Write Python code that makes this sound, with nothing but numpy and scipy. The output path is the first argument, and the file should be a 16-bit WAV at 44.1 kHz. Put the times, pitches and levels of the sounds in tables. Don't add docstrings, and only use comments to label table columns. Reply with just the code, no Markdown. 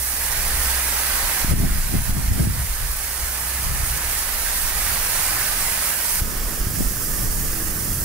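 import sys
import numpy as np
from scipy import signal
from scipy.fft import rfft, irfft, next_fast_len
from scipy.io import wavfile
from scipy.ndimage import uniform_filter1d

SR = 44100
rng = np.random.default_rng(int(sys.argv[2]) if len(sys.argv) > 2 else 0)


def to_wav(sig):
    pcm = np.clip(np.atleast_2d(sig), -1, 1) * 32767
    pcm = np.round(pcm).astype(np.int16)
    wavfile.write(sys.argv[1], SR, pcm.T)


def makeup_ratio(level_db):
    decades = np.asarray(level_db, float) / 20
    return 10 ** decades


N = 354563
T = np.arange(N) / SR
M = next_fast_len(N)
HZ = np.arange(M // 2 + 1) * SR / M + 1e-3

CUT_S = 6.205
TOWN_NEAR_DB, TOWN_FAR_DB = -18, -8.5
NOZZLE_NEAR_DB, NOZZLE_FAR_DB = -25.7, -28.3
SPLASH_NEAR_DB, SPLASH_FAR_DB = -5.4, -7.6
SPLASH_FOLLOWS = .95
SWAY_DB = -0.76
BREEZE_NEAR_DB, BREEZE_FAR_DB = (-43, -50, -56), (-33, -43, -48)
EDDY_LAG_S = 0.0012
DUCK_ATTACK_S, DUCK_RETURN_S, CREEP_DB_PER_S = .03, .05, 2.9
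TOP_HZ = 15760

# (frequency [Hz], density [dB per Hz])
TOWN_COLOUR = [(41, -34), (70, -1), (79, 4), (87, 1), (129, -2.5), (313, -14.5), (500, -33), (650, -43),
               (1100, -120)]
# (time [s], pitch [Hz], level [dB])
MOTOR_DRONE = [(0, 61.5, -31.5), (.4, 62.3, -40.5), (.6, 62.8, -25.5), (.9, 62.5, -30.5),
               (1.1, 63.2, -32.5), (1.35, 62.8, -36.5), (3.1, 62.2, -39), (3.6, 62.3, -29.5),
               (4.25, 63, -36.5), (4.5, 62.9, -50), (4.8, 63.4, -37), (5.25, 62.7, -46), (5.9, 63.2, -38),
               (6.2, 62, -51)]
# (time [s], pitch [Hz], level [dB])
MOTOR_HUM = [
    (6.21, 321, -59),
    (6.8, 321, -53),
    (6.95, 322, -52),
    (7.2, 321, -48.5),
    (7.4, 321, -55),
    (7.6, 321, -47),
    (8.04, 321, -59),
]
# (time [s], pitch [Hz], level [dB])
BIRD_WHISTLE = [
    (5.15, 2520, -57),
    (5.2, 2500, -48),
    (5.22, 2400, -48),
    (5.25, 2370, -41),
    (5.31, 2340, -41),
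    (5.34, 2360, -50),
    (5.38, 2330, -43),
    (5.46, 2250, -41),
    (5.48, 2230, -58),
]
# (frequency [Hz], density [dB per Hz])
GUST_COLOUR = [(7.1, -39), (12, 2), (38, 0), (137, -9.5), (240, -16), (299, -22.5), (413, -27),
               (490, -35.5), (700, -30.5), (910, -41), (1540, -120)]
# (time [s], time to fall 10 dB [s], level [dB])
AIR_HEAVES = [(.29, .2, -32), (.47, 0.2, -30), (.59, 0.2, -30), (1.03, -0.2, -33), (1.23, 0.08, -26.5),
              (1.5, 0.1, -26), (1.59, .06, -20), (1.72, 0.17, -17.5), (1.98, 0.13, -24),
              (2.12, 0.05, -19.5), (2.23, 0.02, -20), (2.35, 0.06, -22), (2.47, 0.14, -29),
              (2.69, .06, -26), (2.85, .17, -25), (3.24, .06, -30), (3.56, 0, -24.5), (3.71, 0.04, -20.5),
              (3.83, 0, -20.5), (3.94, -0.06, -19), (4.68, 0.6, -28), (4.95, 0, -31.5), (5.62, .15, -34),
              (6.22, .07, -29), (6.42, .15, -26), (6.61, 0.02, -16.5), (6.87, 0.04, -17.5),
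              (7.1, .08, -27.5), (7.25, 0.14, -30), (7.46, 0.3, -27.5)]
# (time [s], time to fall 10 dB [s], buffet [dB], flutter over buffet [dB])
BODY_EDDIES = [(.54, .07, -38, -13), (1.23, 0, -38, -15), (1.45, -0.0154, -24, 2),
               (1.526, 0.02, -18.5, -2.5), (1.64, .07, -25.5, 4), (1.75, .07, -31, -17),
               (1.95, .04, -27, 0.5), (1.99, 0.03, -21.5, -20), (2.095, .04, -22.5, -20),
               (2.19, 0.08, -27, -3.5), (2.31, 0.03, -20, -21), (2.41, 0.0558, -22, -1),
               (2.48, 0.0352, -19, -18), (2.6, 0.06, -25, -15), (2.84, .06, -31, -28),
               (3.65, 0.02, -28.5, -23.5), (3.73, .08, -27, -20), (3.94, .05, -32, -18),
               (4.93, 0.18, -38.5, -15), (4.66, .1, -43, -12), (6.22, .06, -42, -2), (6.5, 0.03, -43, 0),
               (6.61, -0.04, -34, -8), (6.67, -0.01, -21, -13), (6.81, .04, -23, -2), (7.1, 0, -34, -14),
               (7.24, 0.1, -32.5, -7), (7.43, 0.05, -30.5, -13), (7.79, -0.2, -37, -12),
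               (8.03, .04, -37, -20)]
# (time [s], peak [dB], swing rate [Hz])
AIR_SLAPS = [(1.447, -14, 200), (1.538, -15, 120), (1.601, -14, 150), (1.665, -18, 151), (1.941, -11, 160),
             (1.965, -17, 70), (2.096, -11.5, 90), (2.128, -15, 40), (2.286, -11.5, 59.6),
             (2.321, -17, 120.5), (2.473, -12, 150), (3.238, -20, 45), (3.668, -19, 70), (3.712, -19, 50),
             (3.803, -18, 60), (3.836, -16, 60), (3.908, -19, 45), (6.221, -14.5, 69.4), (6.67, -15, 90),
             (6.808, -12, 250)]
# (time [s], depth [dB], quick return [dB])
GAIN_DUCKS = [(0, 1.8, -0.4), (.55, .7, .1), (.8, 1, .1), (1.05, .4, 0.8), (1.45, 2.2, 0), (1.54, 8.8, 2.8),
              (1.63, 7.8, 3.3), (2.0, 8, 3), (2.12, 9.3, 3.2), (2.3, 9.3, 4.2), (2.46, 8, 1.2),
              (2.95, 5.7, .9), (3.55, 3.8, .1), (3.72, 4.3, 1.4), (4.25, 2.8, .7), (4.72, 2.3, 1.7),
              (5.0, 1.3, 1.7), (5.95, .6, 0.17), (6.23, 2.6, 0), (6.39, 3.5, 1.6), (6.62, 2, 4),
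              (6.69, 2.4, 1.2), (7.3, 1, .1), (7.5, 1, 0.5)]
# (delay left [s], delay right [s], share of the direct sound [0-1])
EARLY_ECHOES = [
    (.0023, .0021, .06),
    (.0053, .0047, .07),
    (.0087, .0095, .07),
    (.0131, .0119, .07),
]
# (frequency [Hz], likeness [0-1])
PORT_LIKENESS = [(300, .75), (700, .75), (1400, .6), (3000, .33), (6000, .36), (10000, .42), (15000, .46)]
# (frequency [Hz], lead [rad])
PORT_LEAD_NEAR = [(300, 0.31), (1640, -0.38), (4400, -2), (10500, -1.54), (11500, -1), (13600, -2.1),
                  (15400, -2.03)]
PORT_LEAD_FAR = [(300, -0.39), (1720, 0.36), (3300, -1.1), (5000, -0.037), (5600, -0.43), (9000, -2.2),
                 (11000, -1.4), (14200, -0.91)]
# (time [s], patter over the hiss [dB])
JET_AIM = [(0, -10.5), (.2, -8), (.33, -6), (.64, -6), (1.35, -5.6), (1.6, -6.8), (2.45, -7.5), (3.3, -7.2),
           (4.2, -7.1), (5.2, -6), (5.8, -7), (6.19, -9.5), (6.22, -6.5), (6.45, -4.2), (6.7, -7.5),
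           (7.05, -9), (7.5, -8.5), (8.04, -10)]
# (frequency [Hz], left [dB per Hz], right [dB per Hz])
LEAF_COLOUR_NEAR = [(300, -10.5, -10), (400, -11.5, -10), (780, -7.5, -2), (1000, -9, -3.5),
                    (1220, -6.5, -2), (1400, -7.5, -3.5), (1660, -4.5, 0), (1900, -5, -1.5),
                    (2300, -6.5, -4.5), (3200, -9.5, -9), (3750, -11.5, -8.5), (4100, -10, -7),
                    (4450, -11, -5), (4800, -9, -5.5)]
LEAF_COLOUR_FAR = [(300, -1.5, 0), (430, -5.5, -3.5), (780, -9, -9), (960, -9.5, -10.5), (1200, -8, -3.5),
                   (1420, -8.5, -8), (1650, -7, -3.5), (1800, -8, -4), (2000, -10, -9), (2370, -13, -10),
                   (2750, -12, -9.5), (3350, -13, -10.5), (3900, -15, -13.5), (4780, -10, -6)]
# (frequency [Hz], left [dB per Hz], right [dB per Hz])
HISS_COLOUR_NEAR = [(4200, -10.5, -7), (5150, -8, -5), (5500, -10, -5.5), (7450, -11.5, -5.5),
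                    (8000, -8.5, -4), (8800, -6.5, 0), (9200, -9, -2.5), (10000, -7.5, .5), (11200, -6, -1),
                    (11600, -7.5, -3.5), (12800, -7.5, -4), (13300, -7.5, -1), (14300, -1.5, -.5),
                    (15000, -3.5, -4)]
HISS_COLOUR_FAR = [(4200, -16, -13.5), (4600, -13.5, -10.5), (5200, -8.5, -6), (6200, -14, -7.5),
                   (7000, -13, -7), (8100, -13, -5.5), (8600, -12, -3.5), (10300, -9.5, -3),
                   (10800, -11, -5.5), (11400, -11, -3.5), (11900, -11, -6), (13400, -9.5, -2.5),
                   (14250, -5.5, -3), (14700, -8.5, -5.5)]


def along_hz(table):
    hz, *columns = np.transpose(table)
    return np.array([np.interp(np.log(HZ), np.log(hz), c) for c in columns])


def along_time(table):
    s, *columns = np.transpose(table)
    return [np.interp(T, s, c) for c in columns]


def band(lo_hz, hi_hz, steep=12):
    lows = 1 + (lo_hz / HZ) ** steep
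    highs = 1 + (HZ / hi_hz) ** steep
    return np.sqrt(1 / lows / highs)


def unit(gain, pair):
    x = irfft(gain * pair, M)[:, :N]
    return x / np.std(x.mean(axis=0))


def walk(rate_hz):
    hold = int(SR / rate_hz)
    steps = np.repeat(rng.standard_normal(N // hold + 1), hold)
    x = uniform_filter1d(uniform_filter1d(steps, hold), hold)[:N]
    return x / np.std(x)


def drops(spread_db):
    size = np.minimum(rng.exponential(size=M), 7)
    return rfft(rng.standard_normal(M) * makeup_ratio(spread_db * size))


def at_ports(sources, alike, lead):
    shared, left, right = sources
    alike = np.clip(alike, 0, 1)
    shift = np.exp(1j * lead * np.array([[1], [0]]))
    return np.sqrt(alike) * shared * shift + np.sqrt(1 - alike) * np.array([left, right])


def town(level_db):
    traffic = at_ports([drops(spread_db=0) for _ in range(3)], 0.99, 0)
    return makeup_ratio(level_db + 2.8 * walk(3.09)) * unit(makeup_ratio(along_hz(TOWN_COLOUR)), traffic)


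def tone(table, wander, waver_db):
    hz, db = along_time(table)
    on = uniform_filter1d(1. * (T >= table[0][0]) * (T <= table[-1][0]), size=400)
    phase = 2 * np.pi * np.cumsum(hz * (1 + wander * walk(15.))) / SR
    return on * np.sqrt(2) * makeup_ratio(db + waver_db * walk(8.6)) * np.sin(phase)


def motors():
    return tone(MOTOR_DRONE, wander=0.022, waver_db=1.5) + tone(MOTOR_HUM, wander=0.0057, waver_db=2.5)


def bird():
    return tone(BIRD_WHISTLE, wander=.003, waver_db=.7)


def gusts(rows):
    out = np.zeros(N)
    for s, fall_s, db in rows:
        near = slice(max(int((s - 4 * fall_s) * SR), 0), int((s + 4 * fall_s) * SR))
        out[near] += makeup_ratio(2 * db - 20 * np.abs(T[near] - s) / fall_s)
    return out


def wind():
    out, lumps = 0, walk(30.)
    air = [drops(spread_db=0) for _ in range(3)]
    heave = gusts(AIR_HEAVES)
    buffet = gusts([row[:3] for row in BODY_EDDIES])
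    flutter = gusts([(s, fall_s, db + over_db) for s, fall_s, db, over_db in BODY_EDDIES])
    edges_hz = [(8, 51.6), (55, 137.5), (150, 680)]
    likeness, lump_depth_db = [.88, .6, .5], [.5, 1.2, 2.2]
    layers = zip((heave, buffet, flutter), BREEZE_NEAR_DB, BREEZE_FAR_DB, edges_hz, likeness, lump_depth_db)
    for power, near_db, far_db, edges, alike, lump_db in layers:
        eddies = at_ports(air, alike, -2 * np.pi * HZ * EDDY_LAG_S)
        breeze = makeup_ratio(2 * np.where(T < CUT_S, near_db, far_db))
        strength = np.sqrt(power + breeze) * makeup_ratio(lump_db * lumps)
        out = out + strength * unit(makeup_ratio(along_hz(GUST_COLOUR)) * band(*edges), eddies)
    return out


def slaps():
    out = np.zeros((2, N))
    for s, db, hz in AIR_SLAPS:
        near = slice(int((s - .05) * SR), int((s + .05) * SR))
        turn = (T[near] - s - EDDY_LAG_S * np.array([[.3], [-.3]])) * hz
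        out[:, near] += 1.16 * makeup_ratio(db) * np.tanh(9 * turn) * np.exp(-(turn / 0.41) ** 2)
    return out


def gain_db():
    out = np.zeros(N)
    for s, depth_db, quick_db in GAIN_DUCKS:
        late = np.maximum(T - s, 0)
        back_db = quick_db * (1 - np.exp(-late / DUCK_RETURN_S)) + CREEP_DB_PER_S * late
        duck_db = depth_db * np.clip(1 + (T - s) / DUCK_ATTACK_S, 0, 1)
        out = np.maximum(out, duck_db - back_db)
    return -out


def garden():
    ripple = [sum(row[2] * np.exp(-2j * np.pi * HZ * row[k]) for row in EARLY_ECHOES) for k in range(2)]
    return 1 + np.array(ripple)


def splash(water, colour, flow, level_db, patter_db):
    level_db = level_db + SPLASH_FOLLOWS * patter_db + 0.25 * flow + 0.17 * walk(4.9)
    return makeup_ratio(level_db) * unit(makeup_ratio(along_hz(colour)) * band(2600, 4950), water)


def patter(water, colour, flow, patter_db):
    level_db = patter_db + 0.11 * flow + 0.42 * walk(9.)
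    return makeup_ratio(level_db) * unit(makeup_ratio(along_hz(colour)) * band(174, 2227), water)


def hiss(water, colour, flow):
    level_db = 0.7 * flow + 0.19 * walk(12.)
    return makeup_ratio(level_db) * unit(makeup_ratio(along_hz(colour)) * band(5770, 17760), water)


def spray(leaves, nozzle, lead, town_db, nozzle_db, splash_db):
    patter_db = along_time(JET_AIM)[0]
    sources = [drops(spread_db=2.5) for _ in range(3)]
    fine = garden() * at_ports(sources, along_hz(PORT_LIKENESS), along_hz(lead))
    flow = 0.4 * walk(14.) + 0.5 * walk(60.)
    water = splash(fine, leaves, flow, splash_db, patter_db)
    water = water + patter(fine, leaves, flow, patter_db) + hiss(fine, nozzle, flow)
    sway = makeup_ratio(np.array([[SWAY_DB], [-SWAY_DB]]) / 2)
    return makeup_ratio(nozzle_db) * (water * sway + town(town_db))


def scene():
    after = np.clip((T - CUT_S) / 0.014 + .5, 0, 1)
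    near = spray(LEAF_COLOUR_NEAR, HISS_COLOUR_NEAR, PORT_LEAD_NEAR,
                 TOWN_NEAR_DB, NOZZLE_NEAR_DB, SPLASH_NEAR_DB)
    far = spray(LEAF_COLOUR_FAR, HISS_COLOUR_FAR, PORT_LEAD_FAR,
                TOWN_FAR_DB, NOZZLE_FAR_DB, SPLASH_FAR_DB)
    garden_sound = makeup_ratio(gain_db()) * (np.sqrt(1 - after) * near + np.sqrt(after) * far)
    return garden_sound + wind() + slaps() + motors() + bird()


def patchy(x, patchy_db):
    hz, _, z = signal.stft(x, SR, nperseg=2048)
    bins, frames = len(hz), z.shape[2]
    depth = rng.exponential(size=(2, bins // 3 + 1, frames // 3 + 1)) - 1
    depth = np.repeat(np.repeat(depth, 3, axis=1), 3, axis=2)[:, :bins, :frames]
    gain = makeup_ratio(-patchy_db * depth * (hz[:, None] > 900))
    return signal.istft(z * gain, SR, nperseg=2048)[1][:, :N]


def roll_off(x):
    return signal.sosfilt(signal.butter(12, 17030, fs=SR, output="sos"), x)


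def record(dry):
    soft = patchy(np.tanh(1.09 * dry) / 1.106, patchy_db=4.0)
    low_pass = np.clip((TOP_HZ - HZ) / 60, 0, 1)
    mix = irfft(rfft(soft, M) * low_pass, M)[:, :N]
    return roll_off(mix)


dry = scene()
out = record(dry)
to_wav(out)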